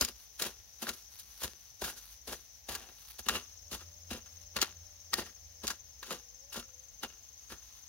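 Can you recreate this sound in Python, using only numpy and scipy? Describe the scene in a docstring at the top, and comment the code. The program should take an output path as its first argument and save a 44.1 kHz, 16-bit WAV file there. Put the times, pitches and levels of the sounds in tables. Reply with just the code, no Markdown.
"""A dry field: a hand hoe chops weeds, a little over two strokes a second, heard from two places in turn.
In each stroke the blade bites and is then pulled through: earth thuds, crumbs crunch, stems tear, stones clink.
Earth, steel and leaves are swelling trains of random grains, filtered by soil, foliage and tool resonances.
Swept tones make the pulsing cicadas, sines a far motor and a brief whine, filtered noise the open air."""
import sys
import numpy as np
from scipy import signal
from scipy.fft import rfft, irfft, next_fast_len
from scipy.io import wavfile
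from scipy.ndimage import uniform_filter1d

SR = 44100
rng = np.random.default_rng(int(sys.argv[2]) if len(sys.argv) > 2 else 0)


def master(y):
    """Save y as 16-bit WAV."""
    cut = np.clip(np.atleast_2d(y).T, -1, 1)
    pcm = np.round(cut * 32767)  # scale
    wavfile.write(sys.argv[1], SR, pcm.astype(np.int16))


N = 347508
TIME = np.arange(N) / SR
SIZE = next_fast_len(N + SR // 2, real=True) // 2 * 2
FREQ = np.maximum(np.arange(SIZE // 2 + 1) * SR / SIZE, 1)

# Strokes of the hoe, levels before the layer gains; where the edge bites decides which two resonances speak.
# Each row: bite in seconds, bite in dB, its earth in dB re bite, drag in dB, wait until the pull in seconds,
# pull in dB, its earth in dB re pull, weeds in dB re each push, ground thump in dB re thud,
# lower resonance in Hz, its lift in dB, upper resonance in Hz, its lift in dB.
STROKES = [(0.013, -41.5, 8.5, -40, 0.035, -45, -13, 3.5, -9, 1370, 0, 5040, 5.5),
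           (0.4, -41, -6.5, -40, 0.068, -43, -3, 3.5, -18, 1380, 1, 4860, -3),
           (0.825, -40, 0, -51.5, 0.067, -43.5, 0, 3, -15, 1320, 4, 2640, -1),
           (1.408, -52.5, -16, -47.5, 0.031, -39.5, -0.5, 5, -5, 1220, -2, 4440, 0),
           (1.82, -44, 1.5, -43.5, 0.075, -48, -12, 6.5, -1.5, 780, 7.5, 1470, 9),
           (2.279, -45.5, 1, -48, 0.052, -45, -4, 4, -5.5, 1410, -1, 2720, -1),
           (2.693, -42, -2, -44.5, 0.059, -46.5, -6, 2.5, -4.5, 780, 9, 3800, 0),
           (3.266, -45, -1, -41.5, 0.097, -38.5, -4, 3, -6.5, 1190, 4, 2800, 6.5),
           (3.719, -47, 2.5, -46.5, 0.028, -46.5, -3, 9, -1, 1270, 5, 2920, 2),
           (4.111, -42, -1, -46, 0.06, -54.5, -0.5, 5, -6, 233, 3.5, 2827, 6),
           (4.568, -34.5, 1.5, -56, 0.059, -33.5, -18, 0, -10.5, 1613, -1, 4400, 4.5),
           (5.134, -42.5, 0, -50.5, 0.056, -40, 3, 6, -19, 1858, 5, 4770, 4.5),
           (5.641, -43.5, 2.5, -52, 0.062, -45.5, -9, 6.5, -4, 905, 4.5, 1400, 4.5),
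           (6.031, -51.5, -19, -54, 0.096, -41, 1, 4, -32, 455, 2.5, 1235, 1.5),
           (6.531, -46.5, -24, -47, 0.038, -44.5, 5.5, 7.5, -13, 1360, 8, 2780, 4),
           (7.036, -38, 1, -63, 0.021, -72, 2, 2, -18, 1380, 6, 2880, 7.5),
           (7.503, -52, -5.5, -53.5, 0.021, -49.5, 0, 5.5, -5, 1352, 7.5, 1653, 4)]
# Left-right likeness of far sound. Each row: frequency in Hz, likeness 0-1.
FAR_LIKENESS = [(60, 0.64), (130, 0.45), (290, 0.36), (640, 0), (1400, 0.033)]


def undb(db):
    """Decibels to gain."""
    return 10 ** (np.asarray(db) / 20)


def curve(points):
    """A table of (Hz, value) joined on a log-frequency axis."""
    hz, value = np.transpose(points)
    return np.interp(np.log(FREQ), np.log(hz), value)


def curve_gain(points):
    """Gain of a spectrum given as (Hz, dB)."""
    return undb(curve(points))


def band(low_hz, high_hz, order=4):
    """Gain of a pass band; a higher order steepens both edges."""
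    low_edge = 1 + (low_hz / FREQ) ** (2 * order)
    high_edge = 1 + (FREQ / high_hz) ** (2 * order)
    return (low_edge * high_edge) ** -.5


def bump(hz, width_hz):
    """Bell of height 1 round a resonance."""
    return 1 / (1 + (2 * (FREQ - hz) / width_hz) ** 2)


def colour(x, gain):
    """Causal minimum-phase filter of the given shape that keeps the power of white noise."""
    cepstrum = irfft(np.log(gain / np.sqrt(np.mean(gain ** 2)) + 1e-5))
    # fold the cepstrum onto positive time
    cepstrum[1:SIZE // 2] *= 2
    cepstrum[SIZE // 2 + 1:] = 0
    response = np.exp(rfft(cepstrum))
    return irfft(rfft(x, SIZE) * response)[..., :N]


def noise():
    """Two unrelated channels of white noise, rms 1."""
    return rng.standard_normal((2, N))


def walk(rate_hz):
    """Smooth random wander with a spread near 1."""
    hold = max(int(SR / rate_hz), 1)
    steps = np.repeat(rng.standard_normal(N // hold + 1), hold)
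    smooth = uniform_filter1d(uniform_filter1d(steps, hold), hold)
    return smooth[:N] * np.sqrt(2)


def grains(per_s, spread_db):
    """Tiny fractures of uneven size, rms near 1; each reaches the two channels with its own strength."""
    struck = rng.random(N) < per_s / SR
    size = struck * undb(spread_db * np.minimum(rng.exponential(size=N), 4))
    return size * noise() / np.sqrt(np.mean(size ** 2))


def ports(pair, likeness, lag_ms=0):
    """Two unrelated signals become left and right: as alike as the table says, the right delayed by the lag."""
    # Each row: frequency in Hz, left minus right in dB.
    balance = [(100, -3), (300, 0), (650, 3.5), (2200, 3), (4500, 2.5), (6500, 6), (9500, -2.5), (14000, 3)]
    a, b = rfft(pair, SIZE)
    alike = np.clip(curve(likeness), 0, 1)
    lean = curve_gain(balance)
    delay = np.exp(-2j * np.pi * FREQ * lag_ms / 1000)
    right = (alike * a + np.sqrt(1 - alike ** 2) * b) * delay
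    keep_power = np.sqrt(2 / (1 + lean ** 2))
    return irfft(np.array([a * lean, right]) * keep_power)[:, :N]


def swells(times, rises, falls, levels_db):
    """Force that builds up to each peak and dies away exponentially after it; the powers add."""
    power = np.zeros(N)
    for s, rise, fall, db in zip(times, rises, falls, levels_db):
        span = slice(max(int((s - .1) * SR), 0), int((s + .4) * SR))
        since = TIME[span] - s
        decay = np.where(since < 0, (since / rise) ** 2, since / fall)
        power[span] += (undb(db) * np.exp(-decay)) ** 2
    return np.sqrt(power)


def stroke_spans():
    """The samples that belong to each stroke, from just before its bite until the next."""
    edges = [max(int((row[0] - .04) * SR), 0) for row in STROKES] + [N]
    return [slice(start, end) for start, end in zip(edges, edges[1:])]


def hoe_ring(strength):
    """Gain of the tool's resonances; earth packed round the blade weakens them."""
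    # Resonances of blade and handle. Each row: frequency in Hz, width in Hz, lift in dB at strength 1.
    modes = [(238, 41, 9), (352.4, 69, 8), (524, 89, 3.5), (1015, 66, 2), (1167, 65, 4.5), (1404, 120, 6.5),
             (1657, 91, 7.5), (1855, 105, 4.5), (2783, 89, 6), (3065, 100, 0.5), (3900, 110, 4.5),
             (4300, 64, 2.5), (4960, 170, 4), (6000, 260, 5), (6720, 270, 8.5)]
    return undb(strength * sum(db * bump(hz, width_hz) for hz, width_hz, db in modes))


def pushes():
    """Each stroke brushes, bites, drags, pulls and settles: rows of peak, rise, fall (s), thud, crunch, tear (dB)."""
    # Weeds and clods knocked aside between strokes.
    # Each row: peak in seconds, rise and fall in seconds, crunch in dB, tearing in dB.
    debris = [(0.088, 0.012, -45.5, -44.5), (0.938, 0.009, -54, -45), (1.198, 0.0096, -67, -44),
              (1.981, 0.016, -61.5, -47), (2.822, 0.06, -55.5, -56.5), (2.897, 0.0098, -54.5, -60),
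              (3.196, 0.0084, -48.5, -41), (3.815, 0.021, -58, -52), (5.224, 0.0066, -42.5, -46),
              (5.268, 0.023, -52.5, -51), (6.069, 0.01, -55, -44.5), (6.599, 0.0097, -54, -41.5),
              (7.113, 0.016, -61, -68)]
    debris_thud_db = -8  # re crunch
    brush_rise_s, brush_db, brush_tear_db = 0.02, -21, 6.5  # the blade passes through leaves on its way down
    bite_rise_s, bite_fall_s = 0.0061, 0.013  # the edge enters the ground
    drag_peak_share, drag_rise_share, drag_fall_share = 0.36, 0.18, 0.46  # of the wait from bite to pull
    pull_rise_share, pull_fall_s = 0.29, 0.018  # force builds over a share of the wait, then the soil gives
    # turned earth slumps behind the blade
    settle_after_s, settle_s, settle_db, settle_thud_db = 0.053, 0.033, -21.5, -11
    rows = []
    for s, bite, bite_earth, drag, wait, pull, pull_earth, weeds, *_ in STROKES:
        brush = bite + brush_db
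        settle = pull + settle_db
        drag_earth = (bite_earth + pull_earth) / 2
        rows += [
            (s, brush_rise_s, bite_fall_s, brush + bite_earth, brush, brush + weeds + brush_tear_db),
            (s, bite_rise_s, bite_fall_s, bite + bite_earth, bite, bite + weeds),
            (s + drag_peak_share * wait, drag_rise_share * wait, drag_fall_share * wait,
             drag + drag_earth, drag, drag + weeds),
            (s + wait, pull_rise_share * wait, pull_fall_s, pull + pull_earth, pull, pull + weeds),
            (s + wait + settle_after_s, settle_s, settle_s,
             settle + settle_thud_db, settle, settle + weeds)]
    for s, length_s, crunch, tear in debris:
        rows.append((s, length_s, length_s, crunch + debris_thud_db, crunch, tear))
    return rows


def clods(force, soil):
    """Single clods and roots give way; the larger the piece, the lower its knock."""
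    out = np.zeros((2, N))
    for hz in np.geomspace(420, 4200, 5):
        breaks = grains(70, spread_db=1)
        octave = band(hz / np.sqrt(2), hz * np.sqrt(2), order=2)
        out += colour(force * breaks, soil * octave)
    return out


def digging():
    """The blade shoves earth, crushes crumbs and tears stems; loose soil trickles down afterwards."""
    # Breaking soil. Each row: frequency in Hz, spectral density in dB per Hz.
    soil_spectrum = [(50, -17), (120, 1.5), (220, 0.5), (290, -6), (420, -0.5), (700, -5), (1500, -4),
                     (2200, -4.5), (3200, 0), (5000, 0.5), (6900, -3), (7800, -8.5), (10000, -2.5),
                     (15500, -7.5)]
    thud_late_s = 0.0017  # the mass of earth moves just after its crust breaks
    s, rise, fall, thud_db, crunch_db, tear_db = np.transpose(pushes())
    thud = swells(s + thud_late_s, rise, fall, thud_db)
    crunch = swells(s, rise, fall, crunch_db)
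    tear = swells(s, rise, fall, tear_db)
    soil = curve_gain(soil_spectrum) * hoe_ring(strength=0.78)
    slip = undb(0.98 * walk(170) - 1.7)  # the edge sticks and slips from clod to clod

    out = undb(-1.0) * colour(thud * grains(1500, spread_db=1.5), soil * band(168, 1006))
    out += undb(-1.0) * colour(crunch * slip * grains(3000, spread_db=-1.0), soil * band(800, 3230))
    out += undb(-1.4) * colour(tear * slip * grains(11000, spread_db=2.2), soil * band(2670, SR / 2))
    out += undb(-11.5) * clods(crunch, soil)

    weight = np.zeros(N)
    for span, (*_, thump_db, _, _, _, _) in zip(stroke_spans(), STROKES):
        weight[span] = undb(thump_db)  # deep strokes shake the ground
    out += colour(thud * weight * grains(3000, spread_db=2.5), band(53, 73))

    trickle = swells(s + 0.017, rise, np.full(len(s), .07), crunch_db)
    crumbs = grains(110, spread_db=3)
    return out + undb(-20) * colour(trickle * crumbs, soil * band(260, 6400, order=2))


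def stones():
    """Steel skids over a stone in a burst of sharp ticks that ring the blade."""
    # Stones that the blade hits, levels before the layer gains.
    # Each row: peak in seconds, fall in seconds, ring in dB, crack in dB.
    hits = [(0.011, 0.0043, -26.5, -21.5), (0.0208, 0.0048, -27.5, -31), (0.0485, 0.0037, -44, -26),
            (0.0868, 0.0027, -48, -37), (0.4215, 0.0056, -44, -27.5), (0.869, 0.0048, -33, -51),
            (0.8914, 0.006, -27.5, -31), (2.7513, 0.0064, -35, -33), (3.2864, 0.0061, -22.5, -20),
            (3.2953, 0.0019, -21, -43), (3.367, 0.0019, -28, -44), (4.26, 0.014, -52, -55),
            (4.5657, 0.0042, -24, -26.5), (4.588, 0.0037, -28.5, -40), (4.6158, 0.0075, -29.5, -20),
            (4.6269, 0.0036, -23.5, -20.5), (5.1341, 0.0078, -24.5, -27), (5.14, 0.002, -33, -18.5),
            (5.67, 0.003, -58, -25.5), (5.6785, 0.0061, -35, -25), (5.703, 0.0096, -32.5, -29.5),
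            (6.029, 0.01, -38, -41), (6.108, 0.0062, -33, -34)]
    # Stone on steel. Each row: frequency in Hz, spectral density in dB per Hz.
    steel_spectrum = [(300, 18), (900, 2.5), (1700, 2.5), (2250, -1.5), (3200, -0.5), (4700, 4), (7000, -1),
                      (8500, -4.5), (15500, -6)]
    s, fall, ring_db, crack_db = np.transpose(hits)
    rise = np.full(len(s), .0008)
    ring, crack = swells(s, rise, fall, ring_db), swells(s, rise, fall, crack_db)
    steel = curve_gain(steel_spectrum) * hoe_ring(strength=1.0)
    out = undb(-4.5) * colour(ring * grains(12000, spread_db=-1.8), steel * band(870, 4000))
    return out + undb(-1.8) * colour(crack * grains(20000, spread_db=1.0), steel * band(2450, SR / 2))


def voiced(x, width_hz, width_share):
    """Every stroke loads the blade at another point and so favours two resonances of its own."""
    out = x.copy()
    for span, (*_, low_hz, low_db, high_hz, high_db) in zip(stroke_spans(), STROKES):
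        for hz, db in ((low_hz, low_db), (high_hz, high_db)):
            b, a = signal.iirpeak(hz, hz / (width_hz + width_share * hz), fs=SR)
            out[:, span] += (undb(db) - 1) * signal.lfilter(b, a, x[:, span])
    return out


def leaves():
    """Leaves stirred by legs and handle brush and tick in small flurries, more softly during each swing."""
    # Each row: time in seconds, level in dB before trim, flurries and swings.
    rustle = [(0.0, -60), (0.53, -72), (1.34, -62), (1.47, -69), (2.17, -63.5), (2.46, -72), (2.72, -80),
              (2.87, -75), (3.11, -52), (3.27, -65), (3.53, -65.5), (4.52, -69.5), (4.74, -64), (5.93, -76),
              (7.7, -62.5), (7.88, -66.5)]
    # Brushed leaves. Each row: frequency in Hz, spectral density in dB per Hz.
    leaf_spectrum = [(100, -15), (300, -12), (800, 1), (1300, 5.5), (2000, 2.5), (4500, 9.5), (6500, -2.5),
                     (8000, -3), (10000, 4.5), (15500, 4)]
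    trim_db, flurry_db = 0.9, 3.4
    swing_before_s, swing_s, swing_db = 0.069, 0.068, -3  # the hoe is in the air
    swing = sum(np.exp(-((TIME - s + swing_before_s) / swing_s) ** 2) for s, *_ in STROKES)
    db = np.interp(TIME, *np.transpose(rustle)) + trim_db
    db += flurry_db * walk(21.753) + swing_db * swing
    return colour(undb(db) * grains(1400, spread_db=1), curve_gain(leaf_spectrum))


def cicadas():
    """Each near cicada sweeps a rasping tone downward in every pulse; the trees and the far chorus blur it."""
    # Each row: start in seconds, end in seconds, mean pulses a second, centre pitch in Hz,
    # downward sweep in Hz, level in dB before the pulse shape, left minus right in dB.
    singers = [(0, 3.5, 21, 6100, 383, -62.5, 13.5), (0, 3.21, 20.4, 6650, 250, -80, 22),
               (3.229, 7.88, 20.2, 6300, 446, -57, 9.5), (3.23, 6.7, 14, 5450, 404, -64, 7)]
    out = np.zeros((2, N))
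    for start, end, rate_hz, hz, sweep_hz, db, pan_db in singers:
        cycle = np.cumsum(rate_hz * (1 + .012 * walk(5))) / SR % 1
        pitch_hz = hz + sweep_hz * (.5 - cycle) + 25 * walk(27)
        tone = np.exp(2j * np.pi * np.cumsum(pitch_hz) / SR)
        pulse = .2 + 1.2 * np.sin(np.pi * cycle) ** 2
        rasp = np.array([walk(380) + 1j * walk(380) for _ in range(2)])
        scattered = colour(noise(), band(hz - 300, hz + 300, order=24))
        song = .78 * pulse * np.real(tone * rasp) + .3 * scattered
        side_gain = undb(db + np.array([[pan_db], [-pan_db]]) / 2)
        out += side_gain * song * ((TIME >= start) & (TIME < end))
    # crossed edges leave a narrow peak near 5.8 kHz
    far = colour(noise(), band(5860, 5770, order=12)) * undb(1.2 * walk(25))
    return out + undb(-61) * ports(far, FAR_LIKENESS)


def motor():
    """A far engine hums as sines at multiples of its wavering firing rate; each partial fades in and out."""
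    # Each row: time in seconds, mean firing rate in Hz, level in dB.
    course = [(0, 66, -69), (2.9, 72.4, -87), (3.4, 83, -71), (3.8, 85.1, -57), (5.0, 84.05, -60),
              (5.85, 80.1, -62), (6.05, 77.1, -74), (6.7, 75, -75), (7.88, 72.2, -75)]
    # Each row: multiple of the firing rate, mean level in dB re the course.
    partials = [(1, 0.5), (2, -18.5), (3, -26.5), (6, -20.5), (7, -17), (9, -25.5)]
    s, hz, db = np.transpose(course)
    rate_hz = np.interp(TIME, s, hz) * (1 + .009 * walk(30))
    turn = 2 * np.pi * np.cumsum(rate_hz) / SR
    hum = sum(undb(part_db + 2.5 * walk(26)) * np.sin(round(k) * turn) for k, part_db in partials)
    return hum * undb(np.interp(TIME, s, db))


def air():
    """Uneven outdoor rumble under a thin hiss, both of filtered noise."""
    # Rumble of the open air. Each row: frequency in Hz, spectral density in dB per Hz.
    rumble_spectrum = [(20, -45), (35, -23), (55, 5), (75, -2.5), (110, -11), (200, -27), (500, -55)]
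    # Thin hiss. Each row: frequency in Hz, spectral density in dB per Hz.
    hiss_spectrum = [(60, -1), (200, 3), (350, -1.5), (780, 5), (1300, -5), (1900, 2.5), (2500, 0),
                     (4800, 4.5), (8000, -9.5), (11000, -4.5), (15500, 5)]
    rumble = colour(noise(), curve_gain(rumble_spectrum)) * undb(-65.5 + 0.6 * walk(10))
    hiss = colour(noise(), curve_gain(hiss_spectrum)) * undb(-60.0 + 0.2 * walk(3.36))
    return ports(rumble + hiss, FAR_LIKENESS)


def whine():
    """A thin tone wavers in the distance for about a second, fading in and out."""
    # Each row: time in seconds, mean pitch in Hz.
    glide = [(5.9, 524), (6.25, 484), (6.4, 498), (6.5, 567), (6.7, 517), (6.82, 525)]
    peak_s, rise_s, fall_s, level_db = 6.28, 0.33, 0.7, -71
    pitch_hz = np.interp(TIME, *np.transpose(glide)) * (1 + 0.0306 * walk(70))
    turn = 2 * np.pi * np.cumsum(pitch_hz) / SR
    since = TIME - peak_s
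    fade = np.exp(-(since / np.where(since < 0, rise_s, fall_s)) ** 2)
    return undb(level_db + 3 * walk(19)) * fade * np.sin(turn)


def scene():
    """The work lies nearly ahead at first, then further to the left."""
    # Left-right likeness of near sound. Each row: frequency in Hz, likeness 0-1.
    near_likeness = [(200, .98), (500, .95), (1200, .86), (2200, .7), (4000, .5), (6500, .3), (11000, .13)]
    move_s = 3.22
    hoe = voiced(digging() + stones(), width_hz=110, width_share=.04)
    work = hoe + leaves()
    ahead = ports(work, near_likeness, lag_ms=0.054)
    left = ports(work, near_likeness, lag_ms=0.074)
    # from straight ahead the top octave is brighter
    treble = signal.butter(1, 9000, "high", fs=SR, output="sos")
    ahead = ahead + 1.2 * signal.sosfilt(treble, ahead)
    return np.where(TIME < move_s, ahead, left) + cicadas() + motor() + air() + whine()


def record(dry):
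    """A steep low-pass filter cuts the top."""
    top_hz = 15800
    return signal.sosfilt(signal.ellip(10, .2, 80, top_hz, fs=SR, output="sos"), dry)


dry = scene()
out = record(dry)
master(out)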